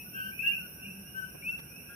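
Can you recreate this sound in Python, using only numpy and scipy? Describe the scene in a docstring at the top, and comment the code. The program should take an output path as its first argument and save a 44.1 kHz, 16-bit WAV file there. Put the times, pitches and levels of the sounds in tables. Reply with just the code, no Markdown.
"""Small tree frogs whistle at dusk: low, almost level 'co' notes and rising 'kee' notes, both swept sines.
Near frogs stand out of a far chorus of the same whistles heard only through the trees' sparse noise tail.
Katydids buzz high up as gated noise; crickets trill below them as narrow, throbbing noise bands.
Distant machinery rumbles and drones as filtered noise, and two soft puffs pass nearby.
Foliage throws each whistle back to the two microphones as echoes and a dying tail."""
import sys
import numpy as np
from scipy import signal
from scipy.fft import rfft, irfft
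from scipy.io import wavfile
from scipy.ndimage import uniform_filter1d

SR = 44100
rng = np.random.default_rng(int(sys.argv[2]) if len(sys.argv) > 2 else 0)


def bounce(signal):
    """Save signal as a 16-bit WAV file at the path given by the first command-line argument."""
    frames = np.transpose(np.atleast_2d(signal))
    limited = np.clip(frames, -1, 1)
    pcm = np.round(limited * 32767).astype(np.int16)
    wavfile.write(sys.argv[1], SR, pcm)


N = 85995


def gain_of(db):
    """Turns dB into an amplitude gain."""
    return 10 ** (np.asarray(db) / 20)


def evened(x):
    """Scales to rms 1, over all channels together."""
    return x / np.sqrt(np.mean(x ** 2) + 1e-20)


def colour(x, points):
    """Filters by a table of (frequency [Hz], level [dB]), joined on a log-frequency axis."""
    f, db = np.transpose(points)
    hz = np.fft.rfftfreq(x.shape[-1], 1 / SR)
    curve_db = np.interp(np.log(hz + 1), np.log(f), db, -90, -90)
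    return irfft(rfft(x) * gain_of(curve_db), x.shape[-1])


def band(hz, width_hz, channels=2):
    """Noise in a bell-shaped band, rms 1; around 0 Hz it is a slow random wavering."""
    f = np.fft.rfftfreq(N, 1 / SR)
    bell = np.exp(-((f - hz) / width_hz) ** 2)
    return evened(irfft(rfft(rng.standard_normal((channels, N))) * bell, N))


def foliage(x, t60, direct, wet, echo_db=0):
    """Leaves scatter sound into a few echoes and a sparse dying tail, different for each side."""
    # echoes, before the direct and wet gains: (delay [s], left level [dB], right level [dB])
    echoes = [(.007, -13.5, -26), (0.012, -8, -13), (0.025, -13, -15.5), (0.035, -16, -23.5),
              (0.051, -15.5, -19), (0.077, -20, -18.5)]
    tail_db, density = -8.5, .05  # tail energy on the left; share of samples that carry a reflection
    t = np.arange(SR // 2) / SR
    hits = rng.standard_normal((2, len(t))) * (rng.random((2, len(t))) < density)
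    tail = hits * gain_of(-60 * t / t60) * (t > .01)
    tail *= gain_of(tail_db) / np.linalg.norm(tail[0])
    for delay, left_db, right_db in echoes:
        tail[:, round(delay * SR)] += direct * gain_of(np.array([left_db, right_db]) + echo_db)
    return direct * x + wet * signal.fftconvolve(x, tail, axes=1)[:, :N]


def night_air():
    """Low rumble and hiss, near mono in the bass because long waves reach both microphones alike."""
    # rumble and hiss spectrum: (frequency [Hz], level [dB])
    air = [(20, -49), (60, -4), (100, -8), (145, -0.5), (200, -5.5), (260, -8.5), (500, -15), (1100, -24.5),
           (2100, -28.5), (3300, -37), (7000, -45.5), (16000, -47.5)]
    # likeness of the two sides: (frequency [Hz], left-right likeness [0-1])
    likeness = [(60, .97), (200, 0.94), (300, 0.89), (640, 0.29), (1400, 0.033), (16000, .05)]
    air_db = -53.5
    left, other = rfft(rng.standard_normal((2, N)))
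    f, value = np.transpose(likeness)
    same = np.clip(np.interp(np.log(np.fft.rfftfreq(N, 1 / SR) + 1), np.log(f), value), 0, 1)
    right = same * left + np.sqrt(1 - same ** 2) * other
    wash = colour(irfft([left, right], N), air)
    return gain_of(air_db) * evened(wash)


def engine_drone():
    """A distant engine's low drone: a narrow band of noise, equal on both sides, wavering in level."""
    # drone level: (time [s], level [dB])
    hum = [(0.0, -57), (0.64, -53), (0.668, -66), (0.732, -54), (0.83, -58.5), (0.862, -50), (1.4, -65.5),
           (1.428, -61), (1.932, -63.5), (1.95, -71)]
    hum_hz, hum_width_hz = 189.9, 22.6
    level_db = np.interp(np.arange(N) / SR, *np.transpose(hum))
    return band(hum_hz, hum_width_hz, channels=1) * gain_of(level_db)


def crickets():
    """Far crickets overlap into a narrow, throbbing noise band, with two finer trill bands."""
    # spectrum of the mass of crickets: (frequency [Hz], level [dB])
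    mass = [(4900, -13.5), (5100, -14.5), (5300, -17), (5500, 7.5), (5680, 3.5), (5900, 0), (6050, -68),
            (6200, -36.5)]
    # single crickets: (frequency [Hz], level [dB])
    trill = [(5179, -79.5), (5674, -66)]
    mass_db, throb_db, chirr_db = -61.5, 1.5, 1  # mass level is before the throb
    throb = throb_db * band(17.4, 4.8, channels=1)
    chirr = chirr_db * band(89, 38)  # fast grain of many overlapping trills
    noise = evened(colour(rng.standard_normal((2, N)), mass))
    trills = sum(gain_of(db) * band(hz, 25) for hz, db in trill)
    return gain_of(mass_db) * noise * gain_of(throb + chirr) + trills


def katydid(row, wing):
    """Short wing strokes, partly alike from cycle to cycle, over their own blurred echoes."""
    # strokes within a wing cycle: (place [0-1], level [dB])
    strokes = [(0, 0), (.27, -9), (.6, -6)]
    # raw scrape before the wing rings: (frequency [Hz], level [dB])
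    raw_scrape = [(6000, -6), (15000, 0), (20000, 0)]
    stroke_s, wander = .0007, .0007  # stroke width; relative drift of the wing rate (rms)
    repeat, blur_db = .4, 5  # weight of the repeating scrape; steady blur against the strokes
    wing_same, wing_lag_ms = 0.55, .3  # share of the left hiss that the right microphone hears later
    start, end, rate, left_db, right_db, left_at, right_at = row
    t = np.arange(N) / SR
    drift = wander * evened(uniform_filter1d(rng.standard_normal(N), 6000))
    cycle = (rate * t + np.cumsum(drift) * rate / SR - np.array([[left_at], [right_at]])) % 1

    gate = 0
    for at, db in strokes:
        from_stroke_s = ((cycle - at + .5) % 1 - .5) / rate
        gate = gate + gain_of(db) * np.exp(-.5 * (from_stroke_s / stroke_s) ** 2)

    # the same row of teeth is read in every cycle
    teeth = rng.standard_normal((2, 512))
    alike = np.array([np.interp(cycle[k] * SR / rate, np.arange(512), teeth[k]) for k in range(2)])
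    hiss = rng.standard_normal((2, N))
    shared = np.roll(hiss[0], round(wing_lag_ms * SR / 1000))
    hiss[1] = wing_same * shared + np.sqrt(1 - wing_same ** 2) * hiss[1]
    scrape = repeat * evened(colour(alike, raw_scrape)) + (1 - repeat) * evened(colour(hiss, raw_scrape))

    sound = colour(evened(scrape) * (evened(gate) + gain_of(blur_db)), wing)
    fade = np.clip(np.minimum(t - start, end - t) / 0.018, 0, 1)
    return evened(sound) * gain_of([[left_db], [right_db]]) * fade


def katydids():
    """Two katydids, each scrape coloured by the ringing of its own wings."""
    # insects: (start [s], end [s], wing rate [cycles/s], left level [dB], right level [dB],
    #           left cycle start [0-1], right cycle start [0-1])
    singers = [(-.1, 2.1, 126.8, -54.5, -50.5, .7, .6), (-.1, 0.784, 134.5, -52.5, -52, .12, .07)]
    # wing resonances of the first and second insect: (frequency [Hz], level [dB])
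    first_wing = [(7600, -21.5), (8200, -15), (8900, -1), (9400, 2.5), (9650, -1.5), (9800, 3), (10200, -4),
                  (10900, -4), (11400, 0), (11700, -1.5), (12300, 0), (12800, 2), (13100, -1), (13700, -3),
                  (14300, -10.5), (14700, -14.5), (15100, -14), (15400, -25.5), (15750, -18)]
    second_wing = [(10500, -9.5), (11400, -2.5), (12000, 0), (12400, -4), (12800, 2), (13200, -0.5),
                   (13750, 1.5), (14300, 0), (14700, -7), (15200, -12), (15750, -21)]
    return katydid(singers[0], first_wing) + katydid(singers[1], second_wing)


def far_chorus(count=260):
    """Many distant frogs at random moments, heard only as the tail scattered by the trees."""
    # pitch range of the far low notes: (lowest [Hz], highest [Hz])
    low_range = (1425, 1672)
    # range of the top of the far high notes: (lowest [Hz], highest [Hz])
    high_range = (2507, 3040)
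    # swell of the far high notes: (time [s], level [dB])
    far_swell = [(0, 2), (.3, 0.5), (.6, 1.5), (.75, 0.5), (1, 0.5), (1.2, -1), (1.399, -0.5), (1.65, -1.5),
                 (1.95, 4)]
    low_db, high_db, spread_db = -63, -59, 6  # high level is before its swell; spread is plus or minus
    low, high, span = np.zeros((2, N)), np.zeros((2, N)), N / SR
    for k, (moment, pitch, loudness, side) in enumerate(rng.random((count, 4))):
        start = (k + moment) / count * span - .05
        db = spread_db * (2 * loudness - 1)
        lag_ms = side - .5
        low_hz = np.interp(pitch, [0, 1], low_range)
        top_hz = np.interp(pitch, [0, 1], high_range)
        low += co(start, 0.0863, low_hz, db, db, -42.5, lag_ms, 0)
        # high notes take the same moments, counted back from the end
        high += kee(span - start - .1, 0.1001, top_hz - 330, top_hz, db, db, 0.86, 0.87, lag_ms)
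    swell_db = np.interp(np.arange(N) / SR, *np.transpose(far_swell))
    far_low = gain_of(low_db) * evened(foliage(low, 1.5, 0, 1))
    far_high = gain_of(high_db + swell_db) * evened(foliage(high, 0.54, 0, 1))
    return far_low + far_high


def rustles():
    """Two faint puffs of dull noise nearby, each under a bell-shaped envelope."""
    # puffs: (centre time [s], length [s], level before the envelope [dB], top frequency [Hz])
    puffs = [(1.352, 0.018, -47.5, 613), (1.595, 0.019, -50.5, 2490)]
    t = np.arange(N) / SR
    out = np.zeros((2, N))
    for centre, length, db, top_hz in puffs:
        spectrum = [(200, 0), (top_hz, -8), (top_hz * 3, -25)]
        noise = evened(colour(rng.standard_normal((2, N)), spectrum))
        out += gain_of(db) * np.exp(-((t - centre) / length * 2) ** 2) * noise
    return out


def whistle(start, length, lag_ms, pitch, level_db, rise, fall, octave_db):
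    """A near-pure tone from the vocal sac, heard by both microphones; pitch and level_db are curves."""
    third_db = -20.5  # third harmonic, below the octave
    first = max(round((start - .002) * SR), 0)
    last = min(round((start + length + .002) * SR), N)
    at = np.arange(first, last)
    t = at / SR - start - np.array([[0], [lag_ms / 1000]])
    inside = np.clip(t, 0, length)
    ramp = np.clip(np.minimum(t / rise, (length - t) / fall), 0, 1)
    shape = np.sin(np.pi / 2 * ramp) ** 2
    phase = 2 * np.pi * np.cumsum(pitch(inside) * (t > 0), 1) / SR
    overtones = gain_of(octave_db) * (np.sin(2 * phase) + gain_of(third_db) * np.sin(3 * phase))
    out = np.zeros((2, N))
    out[:, at] = np.sqrt(2) * shape * gain_of(level_db(inside / length)) * (np.sin(phase) + overtones)
    return out


def co(start, length, hz, left_db, right_db, octave_db, lag_ms, swell_db):
    """The low note scoops up to pitch and sags a little."""
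    scoop_hz, scoop_s, sag_hz = 64.8, .02, 37.8
    rise_s, fall_s = 0.014, 0.015

    def pitch(t):
        return hz - scoop_hz * np.exp(-t / scoop_s) - sag_hz * (t / length) ** 3

    def level_db(place):
        return np.array([[left_db], [right_db]]) - swell_db * np.maximum(1 - place / 0.6, 0)

    return whistle(start, length, lag_ms, pitch, level_db, rise_s, fall_s, octave_db)


def kee(start, length, first_hz, last_hz, left_db, right_db, left_swell_db, right_swell_db, lag_ms,
        far_db=0):
    """The high note sweeps up, fast at first; its level moves by the swell, then fades."""
    bend, peak, fade_db = 2.131, .62, 7  # sweep curvature; place where the fade begins [0-1]; fade
    rise_s, soft_s_per_db, fall_s = 0.0014, .0004, 0.024  # quiet notes start more slowly
    swell_db = np.array([[left_swell_db], [right_swell_db]])

    def pitch(t):
        swept = (1 - np.exp(-bend * t / length)) / (1 - np.exp(-bend))
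        return first_hz + (last_hz - first_hz) * swept

    def level_db(place):
        swell = swell_db * np.maximum(1 - place / peak, 0)
        fade = fade_db * np.maximum(place - peak, 0) / (1 - peak)
        return np.array([[left_db], [right_db]]) - swell - fade

    return whistle(start, length, lag_ms, pitch, level_db, rise_s + soft_s_per_db * far_db, fall_s, -61.0)


def near_low_notes():
    """The near frogs' 'co' notes, fluttering together, with the foliage's answer."""
    # notes, levels before flutter and foliage: (start [s], length [s], pitch [Hz], left level [dB],
    #   right level [dB], octave level [dB re fundamental], right lag [ms], swell [dB])
    low_notes = [(.048, .048, 1496, -53, -55, -30, 0.25, 4), (.11, .06, 1500, -54, -57, -30, 0.24, 6),
                 (.138, 0.09, 1596, -36.5, -39.5, -21.5, 0.28, 3),
                 (.16, 0.083, 1525, -35.5, -38, -15, 0.25, 8.5),
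                 (.225, .09, 1545, -40, -43.5, -10, .24, -3),
                 (0.251, 0.097, 1588, -41.5, -50.5, -25.5, .25, 1),
                 (0.427, 0.13, 1653, -47.5, -52, -36.5, .0524, -7),
                 (.555, 0.064, 1546, -51, -62, -14.5, .12, 2), (.6, 0.075, 1471, -48, -53, -2, 0.18, 4),
                 (.76, 0.087, 1536, -56, -73, -27.5, .12, 0), (1.138, .076, 1558, -30, -38, -34, 0.26, 13),
                 (1.217, .042, 1550, -31.5, -46, -41, 0.16, 6.5),
                 (1.242, 0.031, 1552, -48, -46, -41.5, 0.23, 0), (1.27, .05, 1540, -54, -56, -30, .11, -2),
                 (1.5, 0.064, 1495, -51, -57, -27, 0.27, 3),
                 (1.885, 0.084, 1637, -50.5, -55, -18, 0.099, 4),
                 (1.885, 0.095, 1438, -57.5, -59, -23, .14, -7)]
    flutter = gain_of(.7 * band(0, 30))  # 0.7 dB rms
    low = sum(co(*row) for row in low_notes) * flutter
    return foliage(low, 0.39, 0.81, .4, echo_db=-9)


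def near_high_notes():
    """The near frogs' 'kee' notes; quieter frogs sit further off, flutter more and arrive more blurred."""
    # notes, levels before flutter and foliage: (start [s], length [s], first pitch [Hz],
    #   last pitch [Hz], left level [dB], right level [dB], left swell [dB], right swell [dB], right lag [ms])
    high_notes = [(-.04, 0.09, 2574, 2888, -52, -64, -5, -9, .079),
                  (-.01, 0.092, 2500, 2700, -55.5, -60, -8.5, -8, -0.2),
                  (0.126, 0.089, 2600, 2876, -56, -57.5, -5.5, -6, 0.38),
                  (0.164, .13, 2500, 2844, -49, -51, 1, -0.5, 0.078),
                  (.309, .125, 2270, 2660, -52, -47, -3, 3, -.2),
                  (0.366, 0.048, 2800, 2970, -55, -56, 8.5, 9, 0.23),
                  (0.39, .105, 2480, 2850, -35, -33.5, -7, 12, 0.36),
                  (.42, .115, 2350, 2840, -30, -21, 10, 16, -.27),
                  (.463, .04, 2700, 2800, -24, -36, 0, 0, .3),
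                  (0.511, 0.04, 2850, 2976, -45.5, -43, 6.5, 6.5, 0.083),
                  (.517, .1, 2390, 2770, -37, -36, -4.5, 12, .13),
                  (0.794, 0.085, 2520, 2848, -47, -46, 1, 3, 0.28),
                  (.838, .11, 2320, 2740, -43.5, -46, 6, 5, 0.29),
                  (.925, .065, 2450, 2700, -56, -58, -4, -4, 0.074),
                  (0.974, 0.069, 2500, 2713, -57, -60, 1, 2, .08),
                  (1.04, .08, 2650, 2920, -59, -58.5, 1, 4, .063),
                  (1.124, .1, 2700, 3075, -64, -66, -2, -1, 0.077),
                  (1.2, 0.071, 2750, 3022, -61.5, -65, 3, 4, 0.066),
                  (1.345, .1, 2330, 2727, -55, -58.5, 6, 6, 0.12),
                  (1.423, .105, 2240, 2750, -28, -31, 19, 19, -.057),
                  (1.518, .07, 2580, 2730, -39, -42, 0, 0, .1),
                  (1.665, .11, 2230, 2560, -57, -59, 8.5, 8.5, 0.067),
                  (1.735, .085, 2480, 2700, -56, -55, -2, -2, 0.027),
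                  (1.847, 0.087, 2480, 2685, -57, -62, -1.5, -2, 0.073)]
    near_db, wet_per_db = -28.5, 0.4672  # level of a frog that counts as near; added blur per dB below it
    flutter_db, flutter_per_db = .8, .15
    shimmer = band(0, 63.5)  # moving air and leaves
    notes, blurred = np.zeros((2, N)), np.zeros((2, N))
    for row in high_notes:
        far_db = max(near_db - max(row[4:6]), 0)
        path = np.roll(shimmer, rng.integers(N), 1)  # another path for each note
        note = kee(*row, far_db) * gain_of((flutter_db + flutter_per_db * far_db) * path)
        notes += note
        blurred += note * np.sqrt(gain_of(wet_per_db * far_db) - 1)
    return foliage(notes, 0.39, 0.85, 0.75) + foliage(blurred, 0.21, 0, 0.88)


def scene():
    """All sources together, from the distant background to the near frogs."""
    background = night_air() + engine_drone() + crickets() + katydids()
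    return background + far_chorus() + rustles() + near_low_notes() + near_high_notes()


def record(dry):
    """Limits the band with a steep linear-phase low-pass filter at 15.7 kHz."""
    low_pass = signal.firwin(1023, 15700, window=("kaiser", 9), fs=SR)
    return signal.oaconvolve(dry, low_pass[None], "same")


dry = scene()
out = record(dry)
bounce(out)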